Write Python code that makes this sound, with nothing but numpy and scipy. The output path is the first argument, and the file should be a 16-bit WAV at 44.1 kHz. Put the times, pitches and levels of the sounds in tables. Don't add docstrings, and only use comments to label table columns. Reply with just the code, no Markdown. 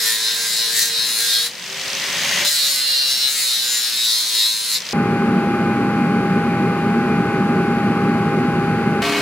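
import sys
import numpy as np
from scipy import signal
from scipy.fft import rfft, irfft, next_fast_len
from scipy.io import wavfile
from scipy.ndimage import uniform_filter1d, map_coordinates

SR = 44100
rng = np.random.default_rng(int(sys.argv[2]) if len(sys.argv) > 2 else 0)


def generate_wav(sig):
    pcm = np.round(np.clip(np.atleast_2d(sig).T, -1, 1) * 32767).astype(np.int16)
    wavfile.write(sys.argv[1], SR, pcm)


N = 406161

# time in seconds, speed in turns a second.
DISC_SPEED = [(0, 114), (.19, 111.3), (.31, 113.8), (1.15, 116.4), (1.38, 116.7), (1.82, 133.8),
              (2.19, 140.4), (2.51, 147.4), (2.85, 135.7), (3.42, 128.4), (3.62, 122.9), (4.05, 115.1),
              (4.37, 112.25), (4.73, 113.8), (4.93, 123)]
# start in seconds, end in seconds, running noise at working speed in dB,
# blade ring in dB, fade of the blade ring in dB a second.
CUTS = [(0.0, 1.469, -47, -35, 3), (2.447, 4.77, -53.5, -37, 3.5)]
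# start in seconds, end in seconds, running noise and gear clacks
# at working speed in dB.
FREE_SPINS = [(1.48, 2.455, -57.5, -41), (4.76, 5.0, -52.5, -35)]
# peak time in seconds, spread in seconds,
# depth in dB.
BITE_MOMENTS = [(.08, 0.099, 7.5), (0.532, .24, 4), (0.802, 0.088, 8), (1.269, 0.24, 6.5), (2.5, 0.16, 7.5),
                (2.725, .13, 6), (3.113, 0.062, 4), (3.408, .24, 5.5), (3.751, .14, 5), (4.095, 0.2, 4),
                (4.418, 0.15, 5), (4.73, 0.07, 4.5)]
# peak time in seconds, spread in seconds,
# level in dB.
RING_SWELLS = [(.1, 0.18, -35), (0.278, .1, -21.5), (0.63, 0.13, -24), (.83, 0.021, -23),
               (0.994, 0.11, -21.5), (1.355, .12, -20), (2.475, 0.033, -21.5), (2.63, 0.13, -20),
               (3.02, 0.26, -23.5), (3.251, 0.079, -18), (3.553, 0.2, -23), (3.86, .06, -25),
               (4.1, 0.24, -21), (4.43, 0.15, -18.5), (4.761, .03, -22)]
# peak time in seconds, spread in seconds, pitch in Hz, level in dB.
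SINGING_MODES = [(.085, 0.055, 1800, -31), (.8, 0.057, 1830, -28.5), (2.495, 0.051, 4080, -32),
                 (2.918, 0.22, 4123, -24.5), (2.95, 0.2, 4620, -29), (3.0, 0.36, 2810, -34),
                 (3.15, .11, 5450, -27), (3.39, 0.047, 2080, -41), (3.75, 0.12, 7100, -26.5),
                 (4.13, 0.099, 6345, -33.5)]

# centre in Hz, width in Hz, level in dB.
DISC_RESONANCES = [(3853, 420, 4.5), (4133, 380, 6.5), (4520, 430, -6.5), (5210, 510, -4.5)]
# centre in Hz, width in Hz, level in dB.
BLADE_RESONANCES = [
    [(1630, 105, 7), (1860, 340, 2.5), (2750, 300, -23), (5220, 420, -3)],
    [(1670, 580, -4.5), (1997, 340, -2.5), (2812, 61, -5.5)],
]
# centre in Hz, width in Hz, level in dB.
GUARD_RESONANCE = [(1013, 49, -49)]
# centre in Hz, width in Hz, dB against the running noise.
HOUSING_RESONANCE = [(390, 20.5, 0)]
# centre in Hz, width in Hz, level in dB.
FAN_RESONANCES = [(1020, 250, -8), (1961, 630, -2.5), (2860, 1200, -6)]
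# centre in Hz, width in Hz, level in dB.
ROOM_MODES = [(118.8, 14, -6), (140, 8, -37), (164.8, 14, -0.5), (194, 26, 0.5), (215, 15.5, -8.5),
              (230.9, 20.4, 1.5), (253.2, 3.7, -1), (290.8, 8.2, -3.5), (336.2, 2.9, -3), (378.7, 46, -7.5),
              (431, 22, -12)]

# frequency in Hz, density in dB.
GRIT_SPECTRUM = [(500, -50), (1250, -16), (1700, -15), (2500, -8.5), (4500, 0.5), (5900, -2.5), (6900, 0.5),
                 (8700, -2.5), (10400, -0.5), (12500, -6), (15800, -8)]
# frequency in Hz, density in dB.
GEARBOX_SPECTRUM = [(50, -33), (100, -13.5), (160, -1.5), (310, -10), (600, -6), (1000, -9), (1450, -5.5),
                    (1900, -0.5), (3300, 0.5), (5000, -2.5), (8000, -8.5), (9200, -13.5), (15800, -20.5)]
# frequency in Hz, density in dB.
CLACK_SPECTRUM = [(1000, -48), (2500, -17), (3800, 1), (5200, 4), (6400, 1.5), (7800, -41), (15000, -44)]
# frequency in Hz, density in dB.
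SHOP_SPECTRUM = [(25, -41), (60, -1), (120, -18), (180, 6), (260, -6), (400, -5), (900, 5), (3000, -15)]
# frequency in Hz, density in dB.
RUMBLE_SPECTRUM = [(20, -44), (45, -50), (60, -19.5), (100, -6.5), (170, 0.5), (300, -4), (400, -2),
                   (480, -9), (700, -14), (1000, -29), (2000, -52.5)]
# frequency in Hz, density in dB.
BELT_SPECTRUM = [(400, -27), (900, -6), (1200, 3.5), (1600, -7), (2100, -5.5), (2700, -9.5), (3300, -19),
                 (4700, -19.5), (5400, -27), (7000, -28.5), (8800, -34.5), (10800, -29), (13000, -42),
                 (15800, -98)]
# frequency in Hz, density in dB.
HARSH_SPECTRUM = [(25, -38), (60, -13.5), (150, -0.5), (260, 6), (350, -3), (500, -5), (900, -3.5),
                  (1150, -0.5), (1500, -5), (2300, -1), (3600, -6.5), (4400, -5.5), (5400, -12),
                  (15800, -26)]

# multiple of the disc's speed, level in dB.
SHAFT_ORDERS = [(2, -62.5), (3, -64)]
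# multiple of the disc's speed, relative level in dB.
AIRY_ORDERS = [(45, -2), (71, -10), (95, -12)]
# pitch in Hz, level in dB, waver in dB.
BELT_WHINES = [(813, -27, .5), (877.5, -49, 3), (1394, -41, 1), (1497, -35, 1.5), (1626, -41, 1),
               (2089, -50, 3), (2169, -51.5, 3), (2439, -45.5, 2.5), (2514, -55, 3), (2616, -57, 3),
               (3036, -63, 3), (3252, -64, 3), (4350, -67, 3), (4759, -69, 3)]
# pitch in Hz, level in dB.
FRAME_TONES = [(290.7, -28.5), (409.1, -26.5), (689.1, -32.5), (1141, -34.5), (1550, -35), (1890, -39),
               (2213, -33.5), (2514, -35.5), (2794, -46), (2859, -37), (3182, -46), (4210, -40)]

# frequency in Hz, coherence from 0 to 1.
DISC_LIKENESS = [(60, 1.0), (180, 1.0), (550, 0.99), (1650, 0.92), (4970, 0.65), (15000, 0.29)]
# frequency in Hz, coherence from 0 to 1.
BELT_LIKENESS = [(400, 1), (900, .99), (2000, .92), (5000, .3), (15000, .3)]

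BELT_START_S, HARSH_START_S = 4.933, 9.019
TOP_HZ = 15800
SAG_PER_DB, INERTIA_S = .23, .23
TREMOR, TREMOR_RATE = .15, 11
LANDING_S = 0.0064
LEAVING_S = 0.14
HISS_DB, RING_DB, BLADE_PER_BITE = -26, -29, 0.3
WORKING_SPEED = 114
LOADED_RISE_DB, FREE_RISE_DB, CLACK_RISE_DB = 0.1361, 0.65, 0.3743
GEARBOX_DB, FREE_DB, WHINE_DB = 15, 3.0, -1
WHINE_FREE_DB, AIRY_DB, FAN_DB = -3.5, 10.5, 13.5
HARSH_WAVER_DB = 1.6


def amp(db):
    return 10 ** (np.asarray(db) / 20)


def unit(x):
    return x / np.sqrt(np.mean(x ** 2) + 1e-20)


def along(points, hz):
    f, v = np.transpose(points)
    return np.interp(np.log(hz + 1), np.log(f + 1), v)


def clock():
    return np.arange(N) / SR


def between(start, end, fade=.002):
    return np.clip(np.minimum(clock() - start, end - clock()) / fade + .5, 0, 1)


def swell(s, length):
    return np.exp(-2 * ((clock() - s) / length) ** 2)


def wobble(rate):
    knots = rng.standard_normal(int(N * rate / SR) + 4)
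    return map_coordinates(knots, [clock() * rate])


def noise():
    return rng.standard_normal((2, N))


def filtered(x, response):
    size = next_fast_len(N + 8192)
    spectrum = rfft(x, size) * response(np.fft.rfftfreq(size, 1 / SR))
    return irfft(spectrum, size)[..., :N]


def colour(points):
    return lambda hz: amp(along(points, hz))


def resonances(modes):
    def response(hz):
        peaks = [amp(db) / (1 + ((hz - f) / width * 2) ** 2) for f, width, db in modes]
        return np.sqrt(sum(peak ** 2 for peak in peaks))
    return response


def stereo(pair, response, alike):
    def blend(hz):
        turn = np.arccos(np.clip(along(alike, hz), -1, 1)) / 2
        return response(hz) * np.array([np.cos(turn), np.sin(turn)])
    mid, side = filtered(pair, blend)
    return unit(np.array([mid + side, mid - side]))


def lean_left(x, db):
    return x * amp([[db], [-db]])


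def lagging(x, keep, axis=-1):
    return signal.lfilter([1 - keep], [1, -keep], x, axis=axis)


def steady(x):
    power = uniform_filter1d(np.mean(x ** 2, axis=0), SR // 25)
    return x / np.sqrt(np.abs(power) + 1e-9)


def bursts(rate, scatter, size_db, t60):
    chance = rng.standard_normal((6000, 2))
    times = np.cumsum(np.exp(scatter * chance[:, 0])) / rate
    heard = times < N / SR
    sizes = amp(size_db * np.tanh(chance[heard, 1]))
    blows = np.bincount((times[heard] * SR).astype(int), sizes, N)
    decay = amp(-60 * clock()[:2048] / t60)
    return unit(signal.fftconvolve(blows, decay)[:N])


def disc_speed(bite_db):
    base = np.interp(clock(), *np.transpose(DISC_SPEED))
    sag = SAG_PER_DB * lagging(bite_db, np.exp(-1 / (INERTIA_S * SR)))
    return base + TREMOR * wobble(TREMOR_RATE) - sag


def contact(start, end):
    ring_out = amp(-60 * np.clip(clock() - end, 0, None) / LEAVING_S)
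    return between(start, np.inf, fade=LANDING_S) * ring_out


def rim(turns, memory, count=300):
    profile = rng.standard_normal((1300, count))
    keep = np.exp(-1 / max(memory, 1))
    for _ in range(2):
        profile = lagging(profile, keep, axis=0)
    worn_in = 100
    return unit(map_coordinates(profile.ravel(), [(turns + worn_in) * count], mode="wrap"))


def rim_chatter(turns):
    profile = np.array([rim(turns, memory=3.5), rim(turns, memory=7.8)])
    once = .62 * np.cos(2 * np.pi * turns)
    twice = .7 * np.cos(4 * np.pi * turns + wobble(3))
    return amp(once + twice) * (profile + .36 * noise())


def disc_ring(chatter):
    ring = steady(stereo(chatter, resonances(DISC_RESONANCES), DISC_LIKENESS))
    swells = sum((amp(db) * swell(s, length)) ** 2 for s, length, db in RING_SWELLS)
    return ring * np.sqrt(amp(RING_DB) ** 2 + swells)


def patchy(x, depth_db):
    z = signal.stft(x, nperseg=512)[2]
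    field = rng.standard_normal(z.shape[1:])
    for _ in range(2):
        field = uniform_filter1d(field, size=6, axis=0)
        field = uniform_filter1d(field, size=18, axis=1)
    shaped = signal.istft(z * amp(depth_db * unit(field)), nperseg=512)[1]
    return unit(shaped[:, :N])


def grit_hiss(chatter, bite_db):
    crackle = bursts(rate=330, scatter=.7, size_db=6, t60=.011) * noise()
    hiss = stereo(chatter + .62 * crackle, colour(GRIT_SPECTRUM), DISC_LIKENESS)
    return amp(HISS_DB + bite_db) * patchy(hiss, depth_db=1.3)


def squeals(chatter, width_hz):
    out = np.zeros((2, N))
    for s, length, hz, db in SINGING_MODES:
        mode = stereo(chatter, resonances([(hz, width_hz, 0)]), DISC_LIKENESS)
        out += amp(db) * swell(s, length) * steady(mode)
    return out


def grinding(turns, bite_db):
    chatter = rim_chatter(turns)
    disc = disc_ring(chatter) + grit_hiss(chatter, bite_db) + squeals(chatter, width_hz=78)
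    out = np.zeros((2, N))
    for (start, end, _, blade_db, fade_db), modes in zip(CUTS, BLADE_RESONANCES):
        fade = fade_db * np.clip(clock() - start, 0, None)
        level_db = blade_db + BLADE_PER_BITE * bite_db - fade
        blade = amp(level_db) * stereo(chatter, resonances(modes), DISC_LIKENESS)
        out += contact(start, end) * (disc + blade)
    return out


def shaft(turns, order):
    return np.sqrt(2) * np.sin(2 * np.pi * order * turns)


def gearbox_hiss(loaded, free):
    hiss = stereo(noise() * amp(0.35 * wobble(300)), colour(GEARBOX_SPECTRUM), DISC_LIKENESS)
    return amp(GEARBOX_DB) * (loaded + amp(FREE_DB) * free) * hiss


def shaft_tones(turns, speed, loaded, free):
    whine_level = amp(WHINE_DB) * loaded + amp(WHINE_FREE_DB) * free
    whine = whine_level * amp(2.9 * wobble(12)) * shaft(turns, 4)
    guard = resonances(GUARD_RESONANCE)(9 * speed) * amp(3 * wobble(9)) * shaft(turns, 9)
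    housing = free * resonances(HOUSING_RESONANCE)(3 * speed) * shaft(turns, 3)
    weak = sum(amp(db + 3.1 * wobble(13)) * shaft(turns, order) for order, db in SHAFT_ORDERS)
    return whine + guard + housing + weak


def shop_background():
    level = amp(-50.5 + 0.8 * wobble(7.16))
    return level * stereo(noise(), colour(SHOP_SPECTRUM), DISC_LIKENESS)


def motor_air(turns, speed):
    share = speed / speed.max()
    lines = sum(amp(db) * wobble(700) * shaft(turns, order) for order, db in AIRY_ORDERS)
    fan = stereo(noise() * amp(1.8 * wobble(400)), resonances(FAN_RESONANCES), DISC_LIKENESS)
    return amp(AIRY_DB) * lines * share ** 12 + amp(FAN_DB) * fan * share ** 5


def gear_clacks():
    knocks = bursts(rate=50, scatter=.25, size_db=1, t60=.018)
    return stereo(noise() * knocks, colour(CLACK_SPECTRUM), DISC_LIKENESS)


def angle_grinder():
    bite_db = sum(db * swell(s, length) for s, length, db in BITE_MOMENTS)
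    speed = disc_speed(bite_db)
    turns = np.cumsum(speed) / SR
    faster = speed - WORKING_SPEED
    loaded = sum(contact(start, end) * amp(db + LOADED_RISE_DB * faster) for start, end, db, *_ in CUTS)
    free = sum(between(start, end, fade=0.074) * amp(db + FREE_RISE_DB * faster)
               for start, end, db, _ in FREE_SPINS)
    rattle = sum(between(start, end, fade=.04) * amp(db + CLACK_RISE_DB * faster)
                 for start, end, _, db in FREE_SPINS)
    out = grinding(turns, bite_db) + gearbox_hiss(loaded, free)
    out += shaft_tones(turns, speed, loaded, free) + shop_background()
    out += free * motor_air(turns, speed) + rattle * gear_clacks()
    return lean_left(out, .5)


def belt_rumble():
    shake = stereo(noise(), colour(RUMBLE_SPECTRUM), BELT_LIKENESS)
    boom = stereo(noise(), resonances(ROOM_MODES), BELT_LIKENESS) * amp(0.56 * wobble(10))
    return amp(-23.5) * shake + amp(-19.0) * boom


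def belt_hiss():
    wheel_hz, flutter_hz = 25.8, 129
    wheel = 0.16 * np.cos(2 * np.pi * wheel_hz * clock() + wobble(5))
    flutter = 0.49 * np.cos(2 * np.pi * flutter_hz * clock() + wobble(4.3))
    hiss = stereo(noise() * amp(wheel + flutter), colour(BELT_SPECTRUM), BELT_LIKENESS)
    return amp(-28.5) * lean_left(hiss, .4)


def machine_tones(lines, drift):
    out = np.zeros(N)
    for hz, db, waver in lines:
        phase = 2 * np.pi * hz * clock() + drift * waver * wobble(12)
        out += np.sqrt(2) * amp(db + waver * wobble(14)) * np.sin(phase)
    return out


def belt_grinder():
    lead = .00009
    ears = np.array([[1], [-1]])
    body = filtered(belt_rumble() + belt_hiss(), lambda hz: np.exp(1j * np.pi * hz * lead * ears))
    return lean_left(body, .1) + lean_left(machine_tones(BELT_WHINES, drift=0.26), .4)


def harsh_belt():
    rasp = stereo(noise() * amp(0.85 * wobble(200)), colour(HARSH_SPECTRUM), DISC_LIKENESS)
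    tones = machine_tones([(hz, db, HARSH_WAVER_DB) for hz, db in FRAME_TONES], drift=.2)
    return lean_left(amp(-21.0) * rasp + tones, .4)


def scene():
    out = between(-1, BELT_START_S) * angle_grinder()
    out += between(BELT_START_S, HARSH_START_S) * belt_grinder()
    out += between(HARSH_START_S, 10) * harsh_belt()
    return out


def record(dry):
    return filtered(dry, lambda hz: hz < TOP_HZ)


dry = scene()
out = record(dry)
generate_wav(out)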